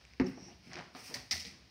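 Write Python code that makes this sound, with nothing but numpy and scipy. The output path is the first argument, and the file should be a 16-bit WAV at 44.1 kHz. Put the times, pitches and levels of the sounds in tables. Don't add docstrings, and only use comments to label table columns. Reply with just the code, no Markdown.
import sys
import numpy as np
from scipy import signal
from scipy.io import wavfile
from scipy.ndimage import uniform_filter1d

SR = 44100
rng = np.random.default_rng(int(sys.argv[2]) if len(sys.argv) > 2 else 0)


def magnitude_from_level(level_db):
    exponent = np.asarray(level_db, float) / 20
    return 10 ** exponent


def master(y):
    cut = np.clip(np.atleast_2d(y).T, -1, 1)
    pcm = np.round(cut * 32767)
    wavfile.write(sys.argv[1], SR, pcm.astype(np.int16))


N = 74970

# frequency in Hz, level in dB per Hz.
HUSH_SPECTRUM = [(30, -22.5), (65, -1), (160, -5.5), (420, -16.5), (1200, -20), (5000, -19), (7500, -27.5),
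                 (16000, -26.5)]
# frequency in Hz, T60 in seconds.
ROOM_DECAY = [(100, 0.46), (1000, 0.58), (6000, 0.51), (16000, 0.31)]
# start in seconds, length in seconds, level in dB, from Hz, to Hz.
NOSTRIL_WHISTLES = [(.2605, 0.016, -53, 5400, 5400), (0.261, 0.014, -61.5, 7600, 7100),
                    (0.24, 0.014, -59, 5900, 6500), (.275, .04, -68, 11000, 10000),
                    (.35, 0.099, -63, 5800, 5500), (.39, 0.14, -59, 5600, 5850),
                    (0.31, 0.036, -73, 9000, 8400), (0.4, .08, -76, 7800, 7800),
                    (0.38, .06, -74, 8800, 7000), (.47, 0.077, -64.5, 1400, 3700),
                    (.26, .055, -63, 15300, 15200), (.26, .05, -67, 14500, 14500),
                    (1.33, 0.16, -65, 2133, 2400), (1.309, 0.042, -43.5, 2050, 1950),
                    (1.14, 0.033, -50, 1900, 1900)]
# start in seconds, rise in seconds, T60 in seconds, level in dB,
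# tilt in dB per octave.
SNIFF_STROKES = [
    (.256, 0.006, 0.37, -52.5, -6.5),
    (.33, 0.16, 0.43, -62.5, -6),
    (.60, 0.083, 0.64, -59, -6),
    (.915, 0.095, 0.7, -50, 0),
    (1.0, 0.078, 0.53, -44.5, 0),
]
# start in seconds, rise in seconds, T60 in seconds, level in dB,
# tilt in dB per octave.
SNORT_STROKES = [
    (1.1408, 0.00095, 0.13, -33.5, 2.5),
    (1.16, 0.04, 0.44, -58.5, -1),
    (1.3102, 0.00047, 0.18, -31, -0.5),
    (1.33, 0.0046, 0.35, -40, 1.5),
    (1.345, 0.011, 0.26, -44, 0),
    (1.385, 0.02, 0.22, -42, 0.5),
    (1.44, 0.023, 0.25, -47.5, -2),
]
# frequency in Hz, level in dB per Hz.
SNIFF_SPECTRUM = [(500, -26.5), (1500, -13.5), (2500, -3), (3600, -11), (5600, -1), (7200, -6.5),
                  (9000, -1.5), (16000, -3)]
# frequency in Hz, level in dB per Hz.
SNORT_SPECTRUM = [(300, -33), (1600, -19), (1950, -5), (3000, -11.5), (4300, -6), (5500, -6), (7100, -8),
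                  (16000, -11.5)]
# time in seconds, peak in dB, pitch in Hz.
WET_SPURTS = [(1.3104, -24.5, 5260), (1.3108, -39.5, 2050), (1.313, -23.5, 5560), (1.3153, -25.5, 4650),
              (1.319, -25.5, 5650), (1.3215, -31, 4850), (1.3238, -24.5, 5800), (1.3248, -26.5, 5800),
              (1.327, -30, 5330), (1.3293, -25.5, 4900), (1.334, -36, 5000), (1.3515, -46, 5600),
              (1.3115, -28.5, 3800), (1.3195, -31, 3780), (1.329, -39, 4000), (1.3435, -41, 5040),
              (1.4035, -38, 4720), (1.410, -38, 5340), (1.416, -36, 5700), (1.4245, -40, 5270),
              (1.1413, -34, 6000), (1.1425, -39, 3430), (1.143, -42, 4930), (1.1432, -38.5, 1885),
              (1.1452, -33, 4530), (1.1495, -50, 4800), (1.1545, -48, 5550)]
# time in seconds,
# peak in dB, pitch in Hz.
CLAW_TICKS = [(0.0512, -47.5, 2460), (0.0518, -43, 7200), (0.111, -54, 2110), (0.1357, -48.5, 2250),
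              (0.136, -48, 5770), (.1985, -27, 2040), (.1992, -20.5, 261.6), (.2066, -26.5, 268),
              (.7335, -40.5, 1880), (.7425, -43, 2120), (.7825, -44.5, 910), (.8015, -45, 780),
              (.773, -46, 5000), (.777, -45, 2000), (.8005, -45, 3800), (.813, -46, 1410),
              (.758, -44, 3500), (.823, -43, 1810), (.2835, -46, 2800), (.199, -35, 4720),
              (.3805, -44.5, 696), (0.716, -43.5, 2100), (0.7332, -33, 5900), (0.7385, -42, 4340),
              (.742, -38, 5100), (0.7558, -34.5, 2270), (0.7564, -36, 5560), (.7615, -48, 4380),
              (.768, -37, 1530), (.7876, -40, 5900), (.789, -37.5, 1500), (.793, -38, 2470),
              (.7934, -44, 4600), (.810, -39, 940), (.80, -39.5, 1420), (.9497, -40, 1195),
              (.951, -46, 650), (0.9504, -43, 4340), (1.4512, -32.5, 3760)]
# time in seconds, peak in dB, pitch in Hz.
BODY_THUDS = [(.02, -60, 61.6), (.105, -58.5, 66), (.1995, -27.5, 417.5), (.2, -34, 130),
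              (.218, -31.5, 253), (.54, -63, 66), (.59, -58.5, 190), (1.315, -50.5, 220),
              (1.38, -53.5, 222), (1.44, -60, 73), (1.58, -61.5, 65.5), (.236, -32, 183), (.267, -40, 173),
              (.285, -58, 270), (.305, -48.5, 142), (.375, -46, 340), (.704, -49.5, 170), (.79, -49.5, 171),
              (.84, -56, 168), (.947, -48.5, 260), (1.097, -51.5, 207), (1.16, -47, 251), (.252, -46, 370),
              (.42, -49, 188), (.485, -53.5, 730), (.86, -70, 70), (1.02, -58, 109), (1.165, -49.5, 125),
              (1.19, -59, 60.3), (1.33, -46.5, 85), (1.465, -50, 185)]
# time in seconds, peak in dB, pitch in Hz.
STONE_KNOCKS = [(.2, -44, 980), (.236, -40.5, 375.6), (.222, -48.5, 1100), (.455, -56, 349),
                (1.315, -52, 699), (1.312, -46.5, 1310), (.222, -43, 534), (.245, -50.5, 808),
                (1.44, -58.5, 470), (.478, -56.5, 810), (.51, -57.5, 710), (.75, -49.5, 349.6),
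                (.782, -45.5, 706), (.785, -55.5, 571), (.95, -53.5, 722), (.95, -58.5, 401),
                (1.105, -56, 473), (1.145, -48.5, 575.5), (1.15, -49.5, 980), (1.2, -58.5, 571),
                (1.21, -59, 712)]
# start in seconds, rise in seconds, T60 in seconds,
# level in dB, tilt in dB per octave.
SCUFF_STROKES = [(0., 0.017, 0.75, -63.5, 5.5), (.05, 0.014, .5, -84, 10), (.125, 0.025, 0.17, -72, 2),
                 (1.52, 0.012, 0.98, -62.5, 5.5), (.30, 0.037, 0.89, -62, -3),
                 (.37, 0.0055, 0.61, -54.5, -2.5), (.47, 0.021, 0.31, -57.5, -1.5),
                 (.62, 0.08, 0.55, -57, -5.5), (.69, 0.052, 0.3, -50, 3.5), (.75, 0.034, 0.42, -47.5, 2.5),
                 (.949, 0.0014, 0.68, -50.5, 3.56), (1.07, 0.046, 0.4, -51, 0.5),
                 (1.14, 0.027, 0.22, -48, 5), (1.31, 0.019, 0.35, -49.5, 1.5), (1.44, 0.011, 0.94, -59, -4)]
# frequency in Hz, level in dB per Hz.
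PILE_SPECTRUM = [(60, -19.5), (150, 0.5), (350, 0), (500, -4), (720, -2), (2000, -13.5), (5000, -25.5),
                 (16000, -51)]
# frequency in Hz, level in dB, T60 in seconds.
FLOOR_RESONANCES = [(70, -6.5, 0.091), (130, -12, 0.11), (172.7, -11, 0.14), (215, -12.5, 0.15),
                    (259.4, -2.5, 0.15), (360.6, -6.5, 0.2), (565, -17, 0.09), (724, -9.5, 0.1),
                    (432, -4.5, 0.07), (333, -10.5, 0.15), (980, -17, 0.047)]
# frequency in Hz, level in dB per Hz.
SLAP_SPECTRUM = [(100, -1), (300, 13.5), (600, -5), (1500, -5.5), (2400, -13.5), (3200, -25.5),
                 (6000, -26.5), (16000, -59)]
# delay in seconds, level in dB.
LANDING_SLAPS = [
    (0., 3),
    (.0095, -3.5),
    (0.015, -4.5),
]
# frequency in Hz, gain in dB.
CAPSULE = [(28, -21.5), (62, 1), (1300, -3), (2300, 2), (3500, -2.5), (5300, 4), (7200, -9.5), (16000, -19)]
# frequency in Hz, gain in dB.
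CAPSULE_TREBLE = [(6500, 0), (7500, -1), (8800, 4.5), (10500, -1), (12200, -2.5), (14500, 4.5),
                  (15700, 4.5), (15950, -18)]


def read(points, hz):
    point_hz, value = np.transpose(points)
    return np.interp(np.log(hz + 1), np.log(point_hz + 1), value)


def evened(x):
    return x / np.sqrt(np.mean(x ** 2) + 1e-20)


def colour(x, points, tilt_db=0.):
    hz = abs(np.fft.fftfreq(8192, 1 / SR))
    gain_db = read(points, hz) + tilt_db * np.log2((hz + 30) / 1000)
    log_gain = np.log(magnitude_from_level(np.maximum(gain_db, -100)))
    taps = np.fft.ifft(np.exp(np.conj(signal.hilbert(log_gain)))).real[:4096]
    return signal.oaconvolve(x, taps)[:len(x)]


def add(mix, start_s, sound):
    part = mix[round(start_s * SR):][:len(sound)]
    part += sound[:len(part)]


def strokes(rows, points, clumps_hz, clumps_db, grit):
    out, t = np.zeros(N), np.arange(SR // 2) / SR
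    pole = np.exp(-2 * np.pi * clumps_hz / SR)
    for start_s, rise_s, t60_s, db, tilt_db in rows:
        noise, slow = rng.standard_normal((2, len(t)))
        snaps = 1 + grit * (rng.random(len(t)) < 0.01)
        clumps = evened(signal.lfilter([1], np.poly([pole, pole]), slow))
        drive = noise * magnitude_from_level(clumps_db * clumps) * snaps
        rise = np.sin(np.pi / 2 * np.minimum(t / rise_s, 1)) ** 2
        swell = rise * magnitude_from_level(-60 * np.maximum(t - rise_s, 0) / t60_s)
        steady_rms = np.std(colour(drive, points, tilt_db))
        add(out, start_s, magnitude_from_level(db) * colour(swell * drive, points, tilt_db) / steady_rms)
    return out


def pings(rows, cycles, snap):
    t, out = np.arange(6000) / SR, np.zeros(N)
    for start_s, db, hz in rows:
        u = 2 * t * hz / cycles
        tone = np.sin(2 * np.pi * hz * t) * np.e * u * np.exp(-u)
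        crack = rng.standard_normal(len(t)) * np.exp(-t / 0.00078)
        crack = uniform_filter1d(uniform_filter1d(crack, size=5), size=4)
        add(out, start_s, magnitude_from_level(db) * (tone + snap * crack))
    return out


def hush():
    noise = colour(rng.standard_normal(N + 4096), HUSH_SPECTRUM)[4096:]
    return magnitude_from_level(-63) * evened(noise)


def room(x):
    echoes = np.zeros(SR // 2)
    at = np.arange(160, len(echoes) - 20, 20)
    echoes[at + rng.integers(0, 20, len(at))] = rng.choice([-1., 1.], len(at))
    hz, t, z = signal.stft(echoes, SR, nperseg=256)
    decay = magnitude_from_level(-60 * t / read(ROOM_DECAY, hz)[:, None])
    tail = signal.istft(z * decay, SR, nperseg=256)[1]
    return magnitude_from_level(-9.5) * signal.fftconvolve(x, tail / np.linalg.norm(tail))[:N]


def whistles():
    width_hz = 540
    out, pole = np.zeros(N), np.exp(-np.pi * width_hz / SR)
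    for start_s, length_s, db, from_hz, to_hz in NOSTRIL_WHISTLES:
        u = np.arange(0, length_s, 1 / SR) / length_s
        air = rng.standard_normal((2, SR // 2))
        slow = signal.lfilter([1], np.poly([pole, pole]), air[0] + 1j * air[1])[:len(u)]
        turns = np.cumsum(from_hz + (to_hz - from_hz) * u) / SR
        tone = (slow * np.exp(2j * np.pi * turns)).real
        add(out, start_s, magnitude_from_level(db) * np.sin(np.pi * u) * evened(tone))
    return out


def sniffs():
    return strokes(SNIFF_STROKES, SNIFF_SPECTRUM, clumps_hz=78.5, clumps_db=1.0, grit=0.3)


def snorts():
    air = strokes(SNORT_STROKES, SNORT_SPECTRUM, clumps_hz=233, clumps_db=3.0, grit=0.5)
    return air + pings(WET_SPURTS, cycles=3.7, snap=0.16)


def claw_ticks():
    return pings(CLAW_TICKS, cycles=1.6, snap=0.3)


def weight_shifts():
    return pings(BODY_THUDS, cycles=2.42, snap=0) + pings(STONE_KNOCKS, cycles=11.7, snap=0)


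def scuffs():
    return strokes(SCUFF_STROKES, PILE_SPECTRUM, clumps_hz=88, clumps_db=1.5, grit=2.9)


def floor_ring(rub):
    t = np.arange(SR // 4) / SR
    ring = sum(magnitude_from_level(db - 200 * t / t60_s) * np.sin(2 * np.pi * hz * t)
               for hz, db, t60_s in FLOOR_RESONANCES[2:])
    return magnitude_from_level(-13.5) * evened(signal.oaconvolve(rub, ring)[:N]) * np.std(rub)


def thump():
    land_s = 0.1985 + 0.001225
    ring_db, slap_db, slap_t60_s, boom_db, boom_t60_s = -26.5, -26, 0.051, -40.5, 0.33
    t, out = np.arange(SR) / SR, np.zeros(N)
    ring = sum(magnitude_from_level(db - 60 * t / t60_s) * np.sin(2 * np.pi * (hz * t + rng.random()))
               for hz, db, t60_s in FLOOR_RESONANCES)
    boom = evened(colour(rng.standard_normal(SR), SLAP_SPECTRUM, tilt_db=-1.5))
    boom = boom * magnitude_from_level(boom_db - 60 * t / boom_t60_s)
    add(out, land_s, (magnitude_from_level(ring_db) * ring + boom) * np.minimum(t / 0.005, 1))
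    for delay_s, db in LANDING_SLAPS:
        slap = evened(colour(rng.standard_normal(SR), SLAP_SPECTRUM))
        slap = slap * magnitude_from_level(slap_db + db - 60 * t / slap_t60_s)
        add(out, land_s + delay_s, slap * np.minimum(t / 0.00022, 1))
    return out


def scene():
    nose = whistles() + sniffs() + snorts()
    rub = scuffs()
    body = claw_ticks() + weight_shifts() + rub + floor_ring(rub) + thump()
    dog = nose + body
    return (hush() + room(dog) + dog)[None]


def band_limit(x):
    return signal.sosfilt(signal.butter(12, 16640, fs=SR, output="sos"), x)


def record(dry):
    mix = colour(colour(dry[0], CAPSULE), CAPSULE_TREBLE)[None]
    return band_limit(mix)


dry = scene()
out = record(dry)
master(out)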